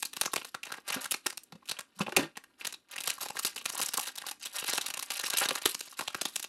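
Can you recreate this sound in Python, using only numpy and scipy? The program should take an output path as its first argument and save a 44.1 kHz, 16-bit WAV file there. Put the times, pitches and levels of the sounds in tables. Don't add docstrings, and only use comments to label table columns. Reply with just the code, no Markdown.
import sys
import numpy as np
from scipy import signal
from scipy.fft import rfft, irfft
from scipy.io import wavfile
from scipy.ndimage import uniform_filter1d

SR = 44100
rng = np.random.default_rng(int(sys.argv[2]) if len(sys.argv) > 2 else 0)


def inscribe(sig):
    pcm = np.round(np.clip(np.atleast_2d(sig).T, -1, 1) * 32767)
    wavfile.write(sys.argv[1], SR, pcm.astype(np.int16))


def volts_from_db(level):
    exponent = np.asarray(level, float) / 20
    return 10 ** exponent


N = 285768

# (time [s], level [dB], brightness [dB/octave], ring [Hz], relative ring level [dB])
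CREASES = [(0.0257, -22, 4, 2436, -2), (0.052, -26, 15, 4430, 7.5), (0.132, -33, 4.5, 3060, 0),
           (0.1666, -25.5, 2, 4260, -22), (0.2123, -12.5, 5.5, 786, -22), (0.233, -30, 2, 1530, -15),
           (0.2513, -29.5, 0, 5900, -5), (0.2575, -22.5, 1.0, 6190, 8.5), (0.276, -45.5, 7, 1210, 15),
           (0.3342, -21, 3, 1050, -7), (0.3605, -19.5, 2, 2310, -4), (0.377, -33, -1, 2760, 7),
           (0.415, -37, -3, 2700, 6), (0.4469, -31, 2.5, 4280, -20), (0.5446, -33.5, 1.5, 1427, 8),
           (0.6321, -33, 4.5, 2610, 10), (0.652, -37.5, 6, 2750, -13), (0.6676, -36.5, -1.5, 2580, 6.5),
           (0.703, -42.5, -2, 1420, 8), (0.719, -32, 3.5, 1500, 3), (0.74, -34, 0, 1810, 4),
           (0.78, -38.5, -5, 1556, 2), (0.878, -33, 1, 3480, -8), (0.9019, -24, 0.5, 1060, -16),
           (0.942, -27, -1, 5740, 8), (1.043, -27.5, 5, 1500, -16), (1.0564, -29.5, 5, 1500, 4.5),
           (1.1106, -19, 22, 3040, -3.5), (1.117, -21, 4.5, 2630, -16), (1.1414, -22.5, 1, 2434, 1),
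           (1.2609, -25.5, -1, 1620, -5), (1.2651, -16, 5.5, 1610, -6), (1.301, -30, 5, 2130, -5),
           (1.3262, -38, 3.5, 1000, -6), (1.3738, -28.5, 6.5, 3700, -22), (1.4345, -40.5, 14.5, 3600, -19),
           (1.523, -37, -0.5, 1290, -1.5), (1.625, -64, -9, 1050, 14), (1.656, -48.5, 7, 2500, 0),
           (1.688, -33.5, 4.5, 3510, 8), (1.6947, -28, 3, 4175, 9.5), (1.7133, -24, 2.5, 4300, 4),
           (1.768, -53.5, -1, 2830, 20), (1.7888, -27.5, 2.5, 1080, -7), (1.806, -35, 5, 1520, -4),
           (1.992, -39, -8, 1090, 1), (2.0036, -32, -3.5, 1090, 3), (2.0158, -32, 0.5, 2610, 9),
           (2.065, -31.5, -11, 2560, 3.5), (2.08, -27, -14, 1310, -22), (2.0929, -36.5, -1.5, 3870, -3),
           (2.122, -27.5, -2.5, 2450, -2), (2.165, -12.5, 3.5, 2490, 5), (2.356, -55, -7, 2760, 16.5),
           (2.37, -33.5, 1, 1885, 6.5), (2.439, -44.5, 2.5, 1680, 5), (2.6112, -44, -5, 2490, 15),
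           (2.6483, -27, 2.5, 2710, 0), (2.6694, -23, 5.5, 1900, -6), (2.6946, -47, 5, 2680, 14),
           (2.725, -32, 3.5, 4300, -11), (2.7398, -40, 2.5, 3910, 11), (2.9375, -53, 1, 2780, 21),
           (2.9603, -34, 6, 1950, 6.5), (2.9807, -31.5, 3.5, 2700, 10), (3.005, -27, 5, 2530, -11),
           (3.037, -28.5, 7.5, 2570, 0), (3.0745, -18, 4, 1080, -13), (3.0996, -21.5, 6, 2460, -1.5),
           (3.1811, -42, 6, 1130, 7.5), (3.208, -36, 0, 3570, -1), (3.2142, -41, -8, 1110, 7),
           (3.2301, -34.5, -8, 2670, -24), (3.2581, -32, 0, 840, -1.5), (3.2856, -30.5, 5, 5600, -7),
           (3.301, -35, 2.5, 850, 1), (3.352, -41, -14, 1030, 4), (3.369, -28, 2, 1700, 2),
           (3.3908, -23, 8, 1240, -6), (3.449, -16, 4, 4724, 1.5), (3.476, -41.5, 8, 900, 3.5),
           (3.5605, -30, 2.5, 2640, -4), (3.578, -34, 5, 2850, 6), (3.6125, -38, 0, 2950, 9),
           (3.656, -23, 4, 2437, 2.5), (3.697, -27, 3, 5970, -10), (3.733, -38.5, -5, 5840, 9),
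           (3.749, -34.5, 10, 920, -1), (3.777, -24.5, 12, 1100, -10), (3.798, -25.5, -5.5, 1060, -11.5),
           (3.815, -20, 4.5, 6200, -12), (3.831, -34.5, -1, 2730, -3), (3.8602, -22.5, 15, 6050, 0),
           (3.886, -24.5, 6, 5260, 3), (3.936, -24, 5, 5930, -8), (3.9723, -20.5, 10.5, 1080, -11),
           (3.98, -29.5, -5.5, 1080, 5), (3.9942, -22, 5.5, 814, -9.5), (4.011, -28, 10.5, 6100, -13),
           (4.0719, -28.5, 2, 3550, -7), (4.0889, -40, 2, 1630, 8.5), (4.1552, -35.5, 7, 5970, -7),
           (4.175, -35, 3.5, 3020, -6), (4.181, -30, 5.5, 3700, 5.5), (4.2175, -36, 2.5, 1790, 1),
           (4.2381, -49.5, -3, 1080, 12), (4.2657, -28.5, 4, 830, -7), (4.2864, -28.5, 3.5, 3830, -5),
           (4.3125, -26.5, 5, 850, -10), (4.43, -37, 10, 6200, 2), (4.4571, -30, 3, 2980, 4),
           (4.466, -38, 7, 3470, 10), (4.543, -41, 4, 1410, 2), (4.585, -28, 5, 3230, 5),
           (4.623, -33, -3, 2800, 5.5), (4.641, -28, 1.5, 3110, -1), (4.688, -27, 0.5, 5900, -5),
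           (4.697, -22.5, 20, 5610, 5.5), (4.731, -22.5, 2, 4320, -3), (4.753, -30, 9, 3770, 7),
           (4.7783, -18, 0.7, 2760, -4), (4.812, -26, 5, 3850, 4.5), (4.8416, -36.5, 0, 3950, 7),
           (4.8616, -25.5, 5.5, 3850, -1), (4.883, -28, 3, 2820, -15), (4.9027, -26, 4, 2790, 0),
           (4.9392, -25.5, 4, 2710, -4), (4.972, -28, 2.5, 1040, -4.5), (4.9924, -27.5, 6, 1180, -10.5),
           (5.026, -24.5, 7.5, 950, -11), (5.1038, -22.5, 3, 4480, 3), (5.117, -26.5, 6, 3870, -11),
           (5.1934, -26.5, 4, 4140, 1), (5.236, -33.5, -8, 1740, 8), (5.2521, -29, 3.5, 3850, -14),
           (5.2796, -36.5, 2, 1120, 2.5), (5.3008, -22, 6.5, 3920, -4), (5.3345, -22.5, 3, 3870, -4),
           (5.371, -18.5, 8, 3980, 2.5), (5.384, -15, 7.5, 2720, -8), (5.413, -31, -6, 1470, 9),
           (5.4536, -25.5, 0.5, 3280, -6), (5.4875, -20, 3.5, 3900, 6.5), (5.5081, -19, -1.5, 3040, -5),
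           (5.5536, -22, 2.5, 4270, -19), (5.617, -33.5, 3, 2940, -1), (5.656, -14.5, 3.5, 3580, 2),
           (5.746, -23.5, 4, 5600, -8), (5.793, -34, 10, 4240, -9), (5.8062, -27.5, 4, 3850, -19),
           (5.8712, -44.5, 0, 4130, -4), (5.926, -43.5, 7, 1180, 3.5), (5.9913, -25.5, 2, 1490, 1),
           (6.009, -24, -1, 2820, -17), (6.021, -38.5, -4, 1070, 4), (6.077, -27.5, 2, 3280, 5),
           (6.103, -43.5, 3, 1320, 6), (6.1461, -25, 0.5, 1514, 3.5), (6.183, -53, -1, 1510, 15),
           (6.213, -20.5, 3, 4170, -14), (6.2534, -20, 2.5, 3780, 3), (6.3587, -19.5, 6.5, 6270, -5),
           (6.396, -28.5, 4.5, 5950, -2), (6.4271, -27, 7.5, 3780, -11), (6.442, -28.5, 2.5, 2940, -8)]
# (time [s], peak level [dB], pitch [Hz], t60 [s])
TABLE_KNOCKS = [(0.961, -25, 263, 0.077), (1.262, -23.5, 385, 0.018), (1.5273, -29.5, 175, 0.038),
                (1.5518, -28, 195, 0.03), (1.71, -44, 268, 0.041), (1.966, -42.5, 192, 0.11),
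                (2.006, -12, 194, 0.048), (2.06, -34, 233, 0.092), (2.121, -30, 365, 0.079),
                (2.168, -17, 371, 0.1), (2.187, -18, 277.5, 0.099), (2.2, -32.5, 154, 0.15),
                (2.223, -26.5, 332, 0.12), (3.447, -19, 274, 0.0079), (5.512, -25, 384, 0.04),
                (5.656, -13, 454, 0.02), (6.012, -36.5, 643, 0.057), (6.255, -18.5, 378, 0.015)]
# (frequency [Hz], width [Hz], relative level [dB])
TABLE_BUZZ = [(538, 50, 7.5), (815, 260, 5.5), (1370, 60, -4.5), (2593, 40, 0.5), (3490, 60, -4.5),
              (4320, 66, -10.5)]
# (frequency [Hz], width [Hz], gain [dB])
PACK_RESONANCES = [(850, 130, -4.5), (1080, 300, 0), (1450, 410, -7), (2744, 380, -5.5), (3870, 470, -6.5),
                   (9700, 320, -12), (11720, 840, -4)]
# (frequency [Hz], gain [dB])
MICROPHONE = [(30, -33), (80, -6.5), (160, -5), (400, -7.5), (1000, -11.5), (2000, -8), (2600, -6.5),
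              (6000, -5), (8600, -5.5), (11800, -5), (12800, -15.5), (15800, -18), (16600, -69)]
# (frequency [Hz], relative density [dB])
AIR_SPECTRUM = [(24, -41.5), (40, -11.5), (137, -12), (269, 4), (402, -6.5), (1760, -28), (4000, -23),
                (5580, -29.5), (11400, -22), (16000, -50.5)]
# (start [s], length [s], crackle level [dB], relative body of the rustle [dB])
HAND_SQUEEZES = [(0, 0.056, -52.5, -31), (0.127, .07, -56.5, -9), (0.19, 0.051, -55, -8),
                 (0.315, 0.16, -54.5, -18), (0.656, 0.11, -54.5, 0.5), (0.885, 0.083, -40, -4),
                 (0.924, 0.054, -38.5, -3.5), (0.985, 0.066, -49.5, -6.5), (1.109, 0.042, -52.5, -15),
                 (1.249, 0.025, -55.5, -6), (1.682, 0.021, -49, -6), (1.735, 0.06, -67, 6.5),
                 (1.953, 0.027, -65, -13), (1.99, 0.014, -45.5, -5), (2.08, 0.081, -59.5, -12),
                 (2.167, 0.043, -46, 6.5), (2.599, 0.1, -54.5, -4), (2.891, 0.062, -60, -6),
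                 (2.911, 0.11, -51.5, -2.5), (3.057, 0.064, -43, -5), (3.209, 0.029, -42.5, -3.5),
                 (3.297, 0.0075, -51.5, -9), (3.368, 0.099, -39.5, -15), (3.523, 0.17, -51, -10),
                 (3.686, 0.15, -44, -8), (3.76, 0.074, -40.5, -3.5), (3.926, 0.15, -45.5, -5),
                 (4.15, 0.062, -56, -4.5), (4.259, 0.024, -47, -1.5), (4.415, 0.036, -43.5, -11.5),
                 (4.505, 0.042, -52, -6), (4.564, 0.031, -40, -7.5), (4.667, 0.02, -38.5, -8),
                 (4.711, 0.05, -37, -5.5), (4.76, 0.32, -51, -3.5), (5.11, 0.16, -40, -8.5),
                 (5.328, 0.13, -36, -1), (5.449, 0.13, -47, 0.5), (5.637, 0.065, -41.5, -9),
                 (5.746, 0.25, -55, -15), (5.968, 0.064, -50, -14), (6.07, 0.056, -56, -4),
                 (6.16, 0.045, -56, -3), (6.222, 0.035, -48, -21), (6.259, 0.033, -49.5, -6),
                 (6.338, 0.11, -55.5, -24)]

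ECHO_DELAY_S = 0.0037


def rms_one(x):
    return x / np.sqrt(np.mean(x ** 2) + 1e-20)


def shaped(x, points):
    hz, db = np.transpose(points)
    bins_hz = np.arange(1, len(x) // 2 + 2) * SR / len(x)
    gain_db = np.interp(np.log(bins_hz), np.log(hz), db)
    return irfft(rfft(x) * volts_from_db(gain_db), len(x))


def band(x, low_hz, high_hz):
    return signal.sosfilt(signal.butter(2, [low_hz, high_hz], "band", fs=SR, output="sos"), x)


def drift(rate_hz):
    r = np.exp(-80 * np.pi * rate_hz / SR)
    noise = rng.standard_normal(N // 40 + 2002)
    slow = signal.lfilter([1], [1, -2 * r, r * r], noise)[2000:]
    return np.interp(np.arange(N) / 40, np.arange(len(slow)), rms_one(slow))


def resonance(x, hz, width_hz):
    r = np.exp(-np.pi * width_hz / SR)
    poles = [1, -2 * r * np.cos(2 * np.pi * hz / SR), r * r]
    return signal.lfilter([(1 - r * r) / 2, 0, (r * r - 1) / 2], poles, x)


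def laid_out(bursts, times_s):
    out = np.zeros(N + bursts.shape[1])
    for burst, s in zip(bursts, times_s):
        start = int(s * SR)
        out[start:start + len(burst)] += burst
    return out[:N]


def fan_and_hiss(level_db=-72.5):
    waver_db = 1.5 * drift(5)
    return volts_from_db(level_db + waver_db) * rms_one(shaped(rng.standard_normal(N), AIR_SPECTRUM))


def room(x, t60_s=0.19, wall_cut_hz=11100):
    t = np.arange(SR // 2) / SR
    noise = rng.standard_normal(len(t)) * (t > 0.007)
    dull = band(noise, 60, wall_cut_hz)
    tail = dull * volts_from_db(-60 * t / t60_s) + (noise - dull) * volts_from_db(-120 * t / t60_s)
    return signal.fftconvolve(x, tail / np.linalg.norm(tail))[:N]


def near_surface(x, echo_db=4, scatter_s=0.00092):
    spread = rng.standard_normal(256) * np.exp(-np.arange(256) / (scatter_s * SR))
    spectrum = rfft(spread)
    even = irfft(spectrum / np.abs(spectrum))
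    late = np.concatenate([np.zeros(int(ECHO_DELAY_S * SR)), even])
    return x + volts_from_db(echo_db) * signal.fftconvolve(x, late)[:N]


def knocks(rattle_gain=0.36, wobble_rad=0.03, damping_power=1.245, rise_cycles=0.9, buzz_db=-14,
           soft_rise_s=0.005):
    s, peak_db, hz, t60_s = np.transpose(TABLE_KNOCKS)[:, :, None]
    t = np.arange(8192) / SR
    size = (len(s), len(t))
    hardness = np.minimum(volts_from_db(peak_db + 25.5), 1)
    rattle = rattle_gain * (hz / 320) ** 2 * rms_one(band(rng.standard_normal(size), 160, 520))
    shake = rng.standard_normal(size)
    buzz = sum(volts_from_db(db) * rms_one(resonance(shake, top_hz, width_hz)) for top_hz, width_hz, db in TABLE_BUZZ)
    wander_rad = wobble_rad * np.cumsum(rng.standard_normal(size), axis=1)
    swing = np.sin(2 * np.pi * hz * t + hardness * wander_rad)
    swing = swing + hardness * (rattle + volts_from_db(buzz_db) * buzz)
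    fade = volts_from_db(peak_db - 60 * (t / np.clip(t60_s, 0.01, 0.4)) ** damping_power)
    rise = 1 - np.exp(-t / (rise_cycles / hz + soft_rise_s * (1 - hardness)))
    return laid_out(fade * swing * rise, s[:, 0])


def hands(grip_db_per_s=891.5, let_go_db_per_s=309.5, rest_db=-78.5, rest_body_db=2):
    t = 40 * np.arange(N // 40 + 2) / SR
    power, body = volts_from_db(2 * rest_db), volts_from_db(2 * (rest_db + rest_body_db))
    for s, length_s, db, body_db in HAND_SQUEEZES:
        swell_db = grip_db_per_s * np.maximum(s - t, 0)
        fade_db = let_go_db_per_s * np.maximum(t - s - length_s, 0)
        part = volts_from_db(2 * (db - swell_db - fade_db))
        power, body = power + part, body + part * volts_from_db(2 * body_db)
    times_s = np.arange(N) / SR
    return [np.interp(times_s, t, 10 * np.log10(p)) for p in (power, body / power)]


def crackle(level_db, body_db, per_s=400, spread_db=2.5, clump_db=3.5, grain_s=0.00053, hiss_db=-15,
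            tilt_db_per_band=2.1, brightening_db_per_db=0.25):
    sizes = volts_from_db(spread_db * np.minimum(rng.exponential(1, N), 2.6))
    clumps = volts_from_db(clump_db * drift(30))
    starts = sizes * (rng.random(N) < per_s * clumps / SR) + 1e-18
    patch = rng.integers(-1, 12, N)
    r, noise = np.exp(-1 / (grain_s * SR)), rng.standard_normal(N)
    grains = 0
    for k, hz in enumerate(np.geomspace(400, 11000, 11)):
        near = starts * (np.abs(patch - k) < 2)
        puffs = noise * signal.lfilter([1], [1, -2 * r, r * r], near)
        grains = grains + (-1) ** k * volts_from_db(tilt_db_per_band * k) * band(puffs, hz / 1.74, hz * 1.34)
    slide = shaped(clumps * rng.standard_normal(N), [(100, 5.0), (1000, 1.5), (12000, -6)])
    rustle = rms_one(grains) + volts_from_db(hiss_db) * rms_one(slide)
    edges_hz = [(550, 1900), (1900, 5000), (5000, 17000)]
    body, middle, top = [rms_one(band(rustle, low, high)) for low, high in edges_hz]
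    top_db = brightening_db_per_db * (level_db + 54.5)
    return volts_from_db(level_db) * (volts_from_db(body_db) * body - 0.58 * middle + 0.52 * volts_from_db(top_db) * top)


def snaps(length_s=0.007, crack_db=5, crack_s=0.0017, grit_db=4.5, rise_s=0.00022, creep_db=-11,
          creep_s=0.0035, tail_db=-30, tail_s=0.12, thump_db=-12, lowest_db=-3, flat_tilt_db=1.5,
          ring_cycles=13, after_db=-18, after_s=0.051, direct_ring_db=6, echo_ring_db=7, echo_bass_db=5,
          echo_db=0.5, scatter_share=0.96):
    s, level_db, tilt_db, ring_hz, ring_db = np.transpose(CREASES)[:, :, None]
    lead_s = np.arange(-256, 1792) / SR
    t = np.maximum(lead_s, 0)
    draws = rng.standard_normal((len(s), 4, 2048))
    chance = draws[:, 3]

    length = length_s * np.exp(0.3 * chance[:, :1])
    rise = 1 - np.exp(-t / rise_s)
    main = volts_from_db(-30 * (t / length) ** 0.98)
    crack = volts_from_db(crack_db - 30 * t / crack_s)
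    tail = volts_from_db(tail_db - 60 * t / tail_s)
    creep = volts_from_db(creep_db - 20 * np.abs(lead_s) / creep_s)
    shape = (main + crack + tail) * rise + creep

    edges_hz = 130 * 2 ** np.array([0, 1.5, 2.6, 3.5, 4.3, 5, 5.6, 6.2, 7])
    centres_hz = np.sqrt(edges_hz[:-1] * edges_hz[1:])
    octaves = np.log2(np.clip(centres_hz, 700, 9000) / 2600)
    share_db = [(tilt_db - flat_tilt_db) * octave for octave in octaves]
    share_db[0], share_db[1] = share_db[0] + thump_db, share_db[1] + lowest_db

    sway = signal.lfilter([0.08], [1, -0.92], rng.standard_normal((len(s), 2048)))
    fade = volts_from_db(-60 * t * ring_hz / ring_cycles) + volts_from_db(after_db - 60 * t / after_s) * rms_one(sway)
    ring = volts_from_db(ring_db) * fade * np.sin(2 * np.pi * ring_hz * t) * rise

    def coloured(noise, patch_db, ring_gain_db, bass_db):
        burst = noise * volts_from_db(grit_db * draws[:, 2]) * shape
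        patch_db = patch_db + bass_db * (np.arange(8) < 2)
        out = 0
        for k in range(8):
            part = band(burst, edges_hz[k], edges_hz[k + 1])
            part = part / np.linalg.norm(part, axis=1, keepdims=True)
            out = out + (-1) ** k * volts_from_db(share_db[k] + patch_db[:, k, None]) * part
        loudest = np.sqrt(uniform_filter1d(out ** 2, size=60).max(axis=1, keepdims=True))
        return out / loudest + volts_from_db(ring_gain_db) * ring

    direct = coloured(draws[:, 0], 2.5 * chance[:, 1:9], direct_ring_db, -echo_bass_db)
    scattered = np.sqrt(1 - scatter_share) * draws[:, 0] + np.sqrt(scatter_share) * draws[:, 1]
    echo = coloured(scattered, 2.5 * chance[:, 9:17], echo_ring_db, echo_bass_db)
    each_echo_db = echo_db + 2.2 * chance[:, 17:18]
    start_s = s[:, 0] + lead_s[0]
    first = laid_out(volts_from_db(level_db) * direct, start_s)
    return first + laid_out(volts_from_db(level_db + each_echo_db) * echo, start_s + ECHO_DELAY_S)


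def scene():
    film = snaps() + near_surface(crackle(*hands()))
    film = film + sum(volts_from_db(db) * resonance(film, hz, width_hz) for hz, width_hz, db in PACK_RESONANCES)
    pack = film + knocks()
    in_room = pack + volts_from_db(-17) * room(pack)
    return (shaped(in_room, MICROPHONE) + fan_and_hiss())[None]


def top_cut(x):
    return signal.sosfilt(signal.butter(12, 16970, fs=SR, output="sos"), x)


def record(dry):
    ceiling = 0.45
    mix = ceiling * np.tanh(dry / ceiling)
    return top_cut(mix)


dry = scene()
out = record(dry)
inscribe(out)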